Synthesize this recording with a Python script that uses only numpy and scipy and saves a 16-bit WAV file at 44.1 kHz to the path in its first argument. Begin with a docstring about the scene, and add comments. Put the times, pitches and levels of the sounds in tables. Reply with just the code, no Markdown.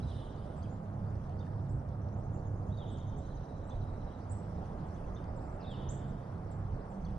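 """Water rushes softly over a low, gusting wind: a small boat drifts on a calm wooded river.
Current, ripples and wind are shaped noise, and trapped bubbles ring beside the hull.
Small birds whistle, chip and trill on the banks in gliding tones that the bare woods echo.
An angler's line hisses through the rod rings; there are short, dry ticks and one dull low thump.
Underneath, a far engine drones on a few low harmonics of its firing rate."""
import sys
import numpy as np
from scipy import signal
from scipy.io import wavfile
from scipy.ndimage import uniform_filter1d

SR = 44100
rng = np.random.default_rng(int(sys.argv[2]) if len(sys.argv) > 2 else 0)


def wrap_up_sound(samples):
    """Save the sound to the file named by the first command line argument, as 16-bit audio."""
    columns = np.atleast_2d(samples).T
    # keep every value between -1 and 1, then stretch to whole-number steps
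    tamed = np.clip(columns, -1, 1)
    steps = np.round(tamed * 32767).astype(np.int16)
    wavfile.write(sys.argv[1], SR, steps)


N = 316638
TIME = np.arange(N) / SR


# Tone of the current: freq_hz, density_db
RUSH_SPECTRUM = [(100, -8), (250, 3), (340, -0.5), (480, -1.5), (580, 0), (800, -2), (1000, -7),
                 (1300, -11.5), (1700, -20.5), (2100, -27), (2600, -37), (4000, -69), (8000, -67)]
# Its fader ride: time_s, level_db
RUSH_LEVEL = [(0, -52), (.8, -51.5), (1.6, -52), (2.4, -51), (3.2, -51.5), (4, -51.5), (4.8, -51),
              (5.3, -50.5), (5.8, -51), (6.5, -51.5), (7.18, -51)]
# Its treble lift: time_s, tilt_db_per_octave
RUSH_TILT = [(0, 1), (1, 0.5), (2, 0.1), (3, -0.5), (4, 1), (4.8, 1.5), (5.7, 2), (6.4, 2), (7.18, 1.5)]
# Tone of the ripples: freq_hz, density_db
RIPPLE_SPECTRUM = [(1500, -14), (2600, 7), (3300, 7.5), (4200, 4.5), (5700, 6), (6500, -1), (7400, -6),
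                   (8400, -3), (9600, 0), (10500, -27), (11700, -29)]
# Their fader ride: time_s, level_db
RIPPLE_LEVEL = [(0, -75), (.9, -83.5), (1.32, -80), (1.8, -84.5), (2.4, -83.5), (3.4, -80.5), (5.1, -79.5),
                (5.75, -81.5), (6.5, -82), (7.18, -80)]

def river(rush_trim_db=3, ripple_trim_db=5, swell_db=.27):
    """The dull rush of the current and the fine hiss of ripples."""
    rush_db = at_time(RUSH_LEVEL)[0] + rush_trim_db + swell_db * drift(per_s=3)
    ripple_db = at_time(RIPPLE_LEVEL)[0] + ripple_trim_db
    rush = amp(rush_db) * wash(RUSH_SPECTRUM, tilt=RUSH_TILT)
    return rush + amp(ripple_db) * wash(RIPPLE_SPECTRUM, patchy_db=3, size=512)


# The clearest bubbles, dead centre: start_s, pitch_hz, level_db
PLOPS = [(1.468, 1720, -53), (3.145, 2290, -68), (5.043, 2580, -60)]

def bubbles(count=23, level_db=-67, low_hz=900, high_hz=3000, spread_db=8):
    """Now and then a ripple traps a small bubble beside the hull."""
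    faint = []
    for when, pitch, loud, side in rng.random((count, 4)):
        hz = low_hz * (high_hz / low_hz) ** pitch
        faint.append((when * N / SR, hz, level_db + spread_db * (loud - pitch), side))
    out = np.zeros((2, N))
    for s, hz, db, side in faint + [(*row, .5) for row in PLOPS]:
        for channel, share in zip(out, (side, 1 - side)):
            add(channel, s, np.sqrt(share) * amp(db) * bubble(hz))
    return out


def bubble(hz, cycles=14):
    """A trapped bubble rings briefly and rises in pitch."""
    t = np.arange(SR // 12) / SR
    age = t * hz / cycles
    return np.exp(-age) * np.sin(2 * np.pi * hz * t * (1 + .02 * age))


# Tone of the wind's roar: freq_hz, density_db
ROAR_SPECTRUM = [(20, -24.5), (45, -15.5), (68, 4), (92, 4), (110, 0), (125, -3.5), (150, -2), (185, -7.5),
                 (235, -13), (320, -19.5), (600, -78)]
# Strength of the breeze: time_s, level_db
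ROAR_LEVEL = [(0, -44.5), (.8, -42.5), (1.2, -43), (2.2, -43.5), (2.8, -40.5), (3.3, -44.5), (4.6, -44),
              (5.2, -42), (6.1, -44), (7.18, -44.5)]
# Puffs (+) and lulls (-): centre_s, half_length_s, lift_db
PUFFS = [(0.05, 0.044, 5.5), (.25, .04, -2), (.46, 0.029, 7), (0.855, 0.028, -6), (1.18, .06, 3),
         (1.732, .04, 8), (2.417, 0.048, -3.5), (2.697, 0.035, 5), (2.847, 0.045, -4.5), (3.48, 0.033, -11),
         (3.874, 0.12, 1.5), (4.19, 0.051, -2), (4.32, 0.044, 3.5), (6.102, 0.027, 3.5),
         (6.253, 0.044, -15), (6.74, .035, 7), (6.825, 0.037, -6), (6.96, 0.059, -9), (7.11, 0.035, 0)]
# Deep buffeting on the microphone: freq_hz, density_db
BUFFET_SPECTRUM = [(5, -25), (15, -4), (25, 5.5), (45, 1.5), (60, 1), (90, -25), (200, -80)]
# Its gusts: time_s, level_db
BUFFET_LEVEL = [(0, -59), (.27, -47), (.65, -53.5), (1.4, -49.5), (1.85, -53), (2.05, -57), (2.25, -49),
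                (2.85, -51), (3.27, -44), (3.5, -47), (4.02, -43), (4.2, -56), (4.55, -49), (5.1, -44.5),
                (5.65, -49), (6.1, -44), (6.25, -56), (6.75, -42.5), (6.95, -52), (7.12, -40.5)]
# A hollow band above the roar: freq_hz, density_db
HOLLOW_SPECTRUM = [(120, -44.5), (155, 5), (174, 9.5), (198, 2), (218, -18.5), (260, -50.5)]
# Its fader ride: time_s, level_db
HOLLOW_LEVEL = [(0, -58), (.4, -54.5), (1.0, -50.5), (1.25, -54), (1.6, -51.5), (2.5, -56), (3.2, -53.5),
                (3.9, -58.5), (4.3, -54.5), (4.6, -48), (4.77, -52.5), (4.93, -47.5), (5.25, -55.5),
                (5.6, -53), (5.9, -51), (6.45, -50.5), (6.7, -55.5), (6.95, -48.5), (7.18, -54)]

def wind(swell_db=.5):
    """A low roar swells and puffs with the breeze, between deep buffeting and a hollow upper band."""
    puff_db = sum(db * np.exp(-((TIME - s) / width) ** 2) for s, width, db in PUFFS)
    roar_db = at_time(ROAR_LEVEL)[0] + puff_db + swell_db * drift(per_s=5.1)
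    roar = amp(roar_db) * wash(ROAR_SPECTRUM, size=4096)
    buffet = amp(at_time(BUFFET_LEVEL)[0]) * wash(BUFFET_SPECTRUM, size=4096)
    hollow = amp(at_time(HOLLOW_LEVEL)[0]) * wash(HOLLOW_SPECTRUM, size=4096)
    return roar + buffet + hollow


# The whistler's pickup notes: start_s, length_s, first_hz, last_hz, level_db, rasp_share
OPENERS = [(0.021, 0.027, 3900, 3990, -63.5, 0.15), (2.7, .012, 3350, 3430, -71, .1),
           (2.721, 0.012, 3710, 3750, -65, 0), (2.737, 0.015, 3850, 3840, -68, 0.08),
           (5.592, 0.05, 2740, 2600, -71, 0.4), (5.603, .017, 5680, 4190, -72, 0.2),
           (5.612, 0.01, 4440, 5170, -73, .2), (5.621, 0.016, 3870, 4600, -69.5, 0.3),
           (5.638, 0.027, 3810, 3300, -64, .2)]
# Its falling slurs: start_s, length_s, first_hz, level_db, rasp_share, break_db
SLURS = [(.064, .094, 3830, -64.5, .15, -4), (2.769, 0.084, 3853, -62.5, 0.15, -5),
         (5.657, .104, 3950, -62, .08, -4)]
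# It turns towards the boat: time_s, direct_lift_db
FACING = [(.1, -2), (2.8, 0), (5.6, 3.5)]

def whistler(fall_hz_per_s=12200, bow_hz=70, opener_direct_db=-1.5):
    """Short notes lead into a bowed slur that breaks and fades as it falls; the woods ring on."""
    openers = bird([(s, arc(length, first, last), db, rasp)
                    for s, length, first, last, db, rasp in OPENERS], soft=.52)
    slurs = np.zeros(N)
    for s, length, hz, db, rasp, break_db in SLURS:
        fall_hz = fall_hz_per_s * length
        path = arc(length, hz, hz - fall_hz / 2 + bow_hz, hz - fall_hz)
        slurs += bird([(s, path, db, rasp)], soft=.5, fade_db=-4.5, break_db=break_db)
    song = openers + slurs
    straight = (amp(opener_direct_db) * openers + slurs) * amp(at_time(FACING)[0])
    early = direct(straight, pan_db=2.5, same=1, lag=1) + trunks(song)
    tail = amp(2) * echoes(song, t60=1.55, same=.74, rise=.037)
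    return early + placed(tail, pan_db=-2)


# Sharp upward flicks: start_s, middle_hz, level_db
FLICKS = [(.625, 4700, -66.5), (.628, 6380, -71), (1.388, 4580, -68), (1.39, 6050, -74), (2.771, 4590, -69),
          (3.694, 6200, -68), (4.941, 6170, -71), (5.147, 6220, -68), (7.047, 4500, -67),
          (7.049, 6050, -71)]
# The short notes that follow: start_s, length_s, pitch_hz, level_db, drop_level_db
PIPS = [(.636, .013, 3330, -66.5, -71), (1.399, 0.023, 3690, -67.5, -75), (3.704, 0.021, 3490, -63.5, -79),
        (4.96, 0.014, 3390, -71.5, -78), (5.156, .023, 3630, -64.5, -73), (7.06, 0.01, 3440, -67, -77)]

def chirrups(flick_s=.009, sweep=.11, sag=.07, drop_s=.015, drop_share=.3):
    """A flick or two, then a short arched note that ends in a steep drop."""
    flicks = [(s, hz * arc(flick_s, 1 - sweep / 2, 1 + sweep / 2), db, .15) for s, hz, db in FLICKS]
    pips = [(s, hz * arc(length, 1 - sag, 1, 1 - sag / 2), db, .22) for s, length, hz, db, _ in PIPS]
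    drops = [(s + length, hz * arc(drop_s, 1 - sag / 2, 1 - drop_share), db, .2)
             for s, length, hz, _, db in PIPS]
    return bird(flicks + pips + drops, soft=.4)


# Thin rising calls: start_s, length_s, first_hz, top_hz, bend, level_db, swell_db
TSIPS = [(0.564, .034, 6900, 8050, 2, -73.5, 0), (.693, 0.054, 6600, 7370, 0.5, -76, 5),
         (1.689, .04, 6400, 8050, 3, -73.5, -2), (2.172, .035, 6460, 8100, 2.5, -80, -1),
         (2.33, .055, 6900, 7250, 8, -76, -4), (2.902, 0.04, 7300, 7900, 4.5, -72.5, 1),
         (3.634, 0.066, 7100, 8340, -1.5, -76, 3), (4.294, 0.034, 6300, 7970, 3.5, -56.5, 14),
         (5.888, 0.034, 5600, 7800, 3.5, -53.5, -5.5), (7.085, .04, 6850, 7850, 7, -89, -7)]

def tsips(rasp=.16):
    """High calls that shoot upward, swelling or fading as they go."""
    return sum(bird([(s, settle(length, first, top, bend), db, rasp)], soft=.17, fade_db=swell_db)
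               for s, length, first, top, bend, db, swell_db in TSIPS)


# Falling calls: start_s, length_s, level_db
CHIPS = [(3.176, 0.023, -66), (4.86, .033, -76), (5.359, 0.023, -68), (5.407, .075, -76),
         (5.488, 0.074, -77), (5.701, 0.027, -69.5), (6.074, 0.036, -74), (6.506, 0.026, -66),
         (6.896, .023, -71)]

def chips(first_hz=9300, last_hz=7250, bend=3.9, rasp=.18):
    """High calls that all drop onto the same pitch."""
    notes = [(s, settle(length, first_hz, last_hz, bend), db, rasp) for s, length, db in CHIPS]
    return bird(notes, soft=.44)


# Contour of a thin trill: time_s, top_hz, foot_hz, level_db
TRILL = [(2.0, 6070, 5300, -80), (2.3, 6760, 5710, -75.5), (2.55, 6850, 5800, -76.5),
         (2.97, 6800, 5800, -73), (3.2, 6550, 5400, -75), (3.37, 6320, 5100, -73.5),
         (3.58, 5970, 5000, -86)]

def trill(start_s=2.01, count=17, length_s=.04, gap_s=.1105, hurry=.346, uneven_db=1.3, stray=.008):
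    """Arched notes, uneven in strength, come ever faster while the phrase climbs and then sinks."""
    gaps = gap_s * (1 - hurry * ((np.arange(count - 1) + .5) / (count - 1)) ** 2)
    starts = start_s + np.append(0, np.cumsum(gaps))
    notes = []
    for s, top, foot, db in zip(starts, *at_time(TRILL, starts)):
        stress, detune = rng.standard_normal(2)
        path = (1 + stray * detune) * arc(length_s, foot, top, foot)
        notes.append((s, path, db + uneven_db * stress, .17))
    return bird(notes, soft=.17)


# Contour of a far bird's rattling song: time_s, pitch_hz, level_db
RATTLE = [(3.225, 3890, -74), (3.5, 3856, -73), (3.78, 3820, -74), (4.02, 3810, -71.5), (4.13, 3780, -75)]

def rattle(per_s=15.5, length_s=.0367, drop_share=.08, swell_db=3, uneven_db=1.2, stray=.012):
    """One short note that drops onto its pitch, repeated fast with uneven strength."""
    starts = np.arange(RATTLE[0][0], RATTLE[-1][0], 1 / per_s)
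    notes = []
    for s, hz, db in zip(starts, *at_time(RATTLE, starts)):
        stress, detune = rng.standard_normal(2)
        path = (1 + stray * detune) * settle(length_s, hz * (1 + drop_share), hz, bend=2.5)
        notes.append((s, path, db + uneven_db * stress, .22))
    return bird(notes, soft=.41, fade_db=swell_db)


def bird(notes, soft, fade_db=0, break_db=0, break_at=.32, break_width=.1):
    """Sings notes (start_s, path_hz, level_db, rasp) as gliding tones; rasp shakes pitch and level."""
    song = np.zeros(N)
    for s, path, db, rasp in notes:
        count = len(path)
        hz = path * (1 + .1 * rasp * jitter(count))
        age = np.linspace(0, 1, count)
        shape_db = fade_db * age + break_db * np.exp(-((age - break_at) / break_width) ** 2)
        envelope = signal.windows.tukey(count, soft) * unit((1 + rasp * jitter(count)) * amp(shape_db))
        add(song, s, np.sqrt(2) * amp(db) * envelope * np.sin(2 * np.pi * np.cumsum(hz) / SR))
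    return song


def birds():
    """The farther the bird, the more of its sound is echo; the high voices sit to the right."""
    return (whistler()
            + woods(chirrups(), trim_db=0, pan_db=-4, echo_pan_db=0, wet_db=-7.5, t60=.34, same=.68)
            + woods(tsips(), trim_db=-.5, pan_db=-4, echo_pan_db=-8, wet_db=-6.5, t60=.37,
                    rise=.018, lag=2)
            + woods(chips(), trim_db=-4, pan_db=-9, echo_pan_db=-2, wet_db=-6, t60=.37, lag=2)
            + woods(trill(), trim_db=-6, pan_db=-15, echo_pan_db=-10, wet_db=-3.5, t60=.86, lag=2)
            + woods(rattle(), trim_db=-3, pan_db=-3, echo_pan_db=-5.5, wet_db=0, t60=.5, same=.8))


# Short, dry ticks and chips: start_s, level_db
TICKS = [(1.156, -68), (1.276, -69), (1.295, -61), (1.89, -65.5), (2.087, -66.5), (2.985, -61),
         (3.031, -66), (4.656, -64), (5.241, -60), (6.38, -68)]
# Their ring, played a little flat each time: pitch_hz, level_db, t60_s
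TICK_MODES = [(2900, -7, .007), (3700, -6, .007), (4650, 0, .009), (5400, -2, .007), (6400, -7, .006)]

def dry_ticks(scrape_s=.0022, pan_db=-5):
    """Short, dry ticks and chips near 4-5 kHz: a tiny noise burst rings a few fast-dying modes."""
    t, ticks = np.arange(SR // 20) / SR, np.zeros(N)
    for s, db in TICKS:
        ring = sum(amp(mode_db - 60 * t / t60) * np.sin(2 * np.pi * hz * rng.uniform(.94, .98) * t)
                   for hz, mode_db, t60 in TICK_MODES)
        scrape = rng.standard_normal(len(t)) * np.exp(-t / scrape_s)
        add(ticks, s, amp(db) * signal.fftconvolve(ring, scrape / np.linalg.norm(scrape)))
    return placed(ticks, pan_db)


# Tone of the sliding line: freq_hz, density_db
LINE_SPECTRUM = [(2500, -21), (4500, 9), (6000, -4.5), (7400, -14.5), (8600, 5), (9400, 8.5), (10200, -5),
                 (11500, -14)]
# Two pulls: time_s, level_db
LINE_PULLS = [(0, -81), (.2, -74), (.27, -80), (.33, -94), (.42, -82), (.56, -81), (.7, -91), (.9, -120)]

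def fishing_line():
    """The line hisses as it slides through the rod rings."""
    return amp(at_time(LINE_PULLS)[0]) * wash(LINE_SPECTRUM, size=512)


def low_bump(centre_s=6.734, pitch_hz=80, half_length_s=.007, level_db=-30, pan_db=-3):
    """One short, dull low thump near 80 Hz, little more than a cycle long."""
    t = TIME - centre_s
    envelope = amp(level_db) * np.exp(-(t / half_length_s) ** 2)
    return placed(envelope * np.cos(2 * np.pi * pitch_hz * t), pan_db)


# Speed of the far engine: time_s, firing_hz
ENGINE_RATE = [(0, 34.3), (1.4, 34.1), (3.9, 34.1), (5.45, 33.9), (5.8, 33.25), (6.6, 32.95), (7.18, 32.65)]
# How its harmonics carry over the water: time_s, third_db, fourth_db, sixth_db
ENGINE_HARMONICS = [(0, -42.5, -49, -70), (.25, -49.5, -48.5, -59), (.45, -46, -52, -59),
                    (0.779, -51, -57.5, -54), (1.0, -40, -48, -48.5), (1.45, -44, -45, -57),
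                    (1.72, -39.5, -40.5, -63), (1.87, -43, -44, -62), (2.05, -41, -44.5, -56.5),
                    (2.7, -40.5, -49, -66), (2.86, -47, -45, -62), (3.0, -41.5, -44, -55),
                    (3.5, -61, -49.5, -59), (3.8, -38.5, -48.5, -74), (4.15, -54.5, -55, -55),
                    (4.35, -45, -57, -55), (4.9, -54.5, -56, -58), (5.45, -48, -65, -64),
                    (5.7, -54.5, -50.5, -62), (5.92, -50, -41, -57), (6.25, -49.5, -48, -55),
                    (6.68, -40, -46.5, -59), (6.95, -75, -60, -47), (7.18, -60, -49, -48.5)]

def engine(seventh_db=-63, trim_db=-1, waver=.19, pan_db=-3):
    """Only a few low harmonics of the firing rate carry this far; moving air makes them waver."""
    firing_phase = 2 * np.pi * np.cumsum(at_time(ENGINE_RATE)[0]) / SR
    drone = np.zeros(N)
    for harmonic, db in zip((3, 4, 6, 7), at_time(ENGINE_HARMONICS) + [seventh_db]):
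        phase = harmonic * firing_phase + 2 * np.pi * rng.random() + waver * drift(per_s=6.5)
        drone += np.sqrt(2) * amp(db + trim_db) * (1 + waver * drift(per_s=6.5)) * np.sin(phase)
    return placed(drone, pan_db)


def woods(x, trim_db, pan_db, echo_pan_db, wet_db, t60, same=0, rise=.017, lag=1):
    """The direct sound and the long echo of the trees."""
    straight = direct(x, pan_db, same, lag)
    tail = placed(amp(wet_db) * echoes(x, t60, same, rise), echo_pan_db)
    return amp(trim_db) * (straight + tail)


def direct(x, pan_db, same, lag):
    """The straight path, lag samples later on the right, with a short blur from twigs."""
    blur = echoes(x, t60=.07, same=same, rise=.001)
    return placed(.85 * np.array([x, np.roll(x, lag)]) + .5 * blur, pan_db)


# Slapback from big trunks: delay_s, level_db
TRUNK_ECHOES = [(.056, -8), (.11, -7), (.205, -10)]

def trunks(x, pan_db=-1):
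    """A few stands of big trunks throw back separate bursts of echo, each smeared in its own way."""
    out = np.zeros((2, N))
    for delay, db in TRUNK_ECHOES:
        for channel, burst in zip(out, echoes(x, t60=.15, same=.9, rise=.008)):
            add(channel, delay, amp(db) * burst)
    return placed(out, pan_db)


def echoes(x, t60, same, rise):
    """Sparse reflections, clumped by the trunks, build and die away; same is left-right likeness."""
    t = np.arange(SR) / SR
    taps = rng.standard_normal((2, SR)) * (rng.random(SR) < .1)
    taps *= amp(1.3 * drift(per_s=110)[:SR])
    taps[1] = same * taps[0] + np.sqrt(1 - same ** 2) * taps[1]
    envelope = amp(-60 * t / t60) * (1 - np.exp(-(t / rise) ** 2))
    tail = (taps * envelope)[:, :int(t60 * SR)]
    tail /= np.linalg.norm(tail, axis=1, keepdims=True)
    return signal.oaconvolve(x[None], tail, axes=1)[:, :N]


# How alike the two sides of the noise beds are: freq_hz, likeness_share
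STEREO_LIKENESS = [(30, .985), (120, .997), (300, .975), (500, .88), (750, .77), (1000, .78), (1280, .68),
                   (1480, .4), (2200, .33), (3300, .55), (4500, .55), (5500, .15), (11000, .12)]
# Their phase offset: freq_hz, left_lead_rad
STEREO_LEAD = [(40, -.15), (300, -.05), (460, .2), (560, .85), (800, 1.4), (1400, 1.4), (2100, .1),
               (3300, .5), (5000, .5), (6200, 2)]
# Their balance: freq_hz, left_minus_right_db
STEREO_BALANCE = [(30, -2), (100, -3), (220, -4), (340, -6.5), (500, -9.5), (700, -6), (980, 0), (1400, 2),
                  (2600, 0), (3600, -1), (4700, -5), (6000, -9), (10000, -6)]

def wash(spectrum, patchy_db=1, tilt=None, size=1024):
    """A stereo bed of shaped noise with drifting patches; rms 1."""
    hop = size // 4
    hz, t = np.fft.rfftfreq(size, 1 / SR), np.arange(N // hop + 5) * hop / SR
    a, b, c, d, patches = rng.standard_normal((5, len(t), len(hz)))
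    left, unrelated = a + 1j * b, c + 1j * d
    same = at_hz(STEREO_LIKENESS, hz)
    right = (same * left + np.sqrt(1 - same ** 2) * unrelated) * np.exp(-1j * at_hz(STEREO_LEAD, hz))
    lean = amp(at_hz(STEREO_BALANCE, hz) / 2)
    patches = uniform_filter1d(uniform_filter1d(patches, size=10, axis=0), size=12, axis=1)
    field_db = at_hz(spectrum, hz) + patchy_db * unit(patches)
    if tilt is not None:
        field_db += at_time(tilt, t)[0][:, None] * np.log2(np.clip(hz / 600, 1, 5))
    frames = np.array([left * lean, right / lean]) * amp(field_db)
    _, noise = signal.istft(frames.transpose(0, 2, 1), nperseg=size, noverlap=size - hop)
    return unit(noise[:, :N])


def arc(length, *hz):
    """A pitch that passes smoothly through two or three values."""
    return np.polyval(np.polyfit(np.linspace(0, 1, len(hz)), hz, len(hz) - 1), progress(length))


def settle(length, first_hz, last_hz, bend):
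    """A glide that starts fast and levels out; a negative bend speeds up instead."""
    return first_hz + (last_hz - first_hz) * np.expm1(-bend * progress(length)) / np.expm1(-bend)


def progress(length):
    """Runs from 0 to 1 over a note."""
    return np.linspace(0, 1, int(length * SR))


def jitter(length, size=40):
    """Random wobble on a scale of about a millisecond; rms near 1."""
    return unit(uniform_filter1d(uniform_filter1d(rng.standard_normal(SR // 4), size), size))[:length]


def drift(per_s):
    """Smooth random wandering; rms 1."""
    return unit(signal.resample(rng.standard_normal(max(int(2 * per_s * N / SR), 2)), N))


def at_hz(points, hz):
    """Reads a spectrum on a log-frequency axis."""
    f, value = np.transpose(points)
    return np.interp(np.log(hz + 1), np.log(f + 1), value)


def at_time(rows, t=TIME):
    """Reads every column of a curve."""
    s, *columns = np.transpose(rows)
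    return [np.interp(t, s, c) for c in columns]


def add(mix, s, sound):
    """Mixes a sound in at time s."""
    part = mix[max(round(s * SR), 0):][:len(sound)]
    part += sound[:len(part)]


def placed(x, pan_db):
    """Pans a sound left (+) or right (-)."""
    return x * amp(np.array([[pan_db], [-pan_db]]) / 2)


def amp(db):
    """Decibels to gain."""
    return 10 ** (np.asarray(db) / 20)


def unit(x):
    """Scales to rms 1."""
    return x / np.sqrt(np.mean(x ** 2) + 1e-20)


def scene():
    """Everything heard from the boat."""
    return wind() + river() + bubbles() + engine() + birds() + dry_ticks() + fishing_line() + low_bump()


def record(dry):
    """A steep high cut at 11.5 kHz on the whole mix."""
    lowpass = signal.firwin(255, 11500, window=("kaiser", 8), fs=SR)
    return signal.oaconvolve(dry, lowpass[None], "same")


dry = scene()
out = record(dry)
wrap_up_sound(out)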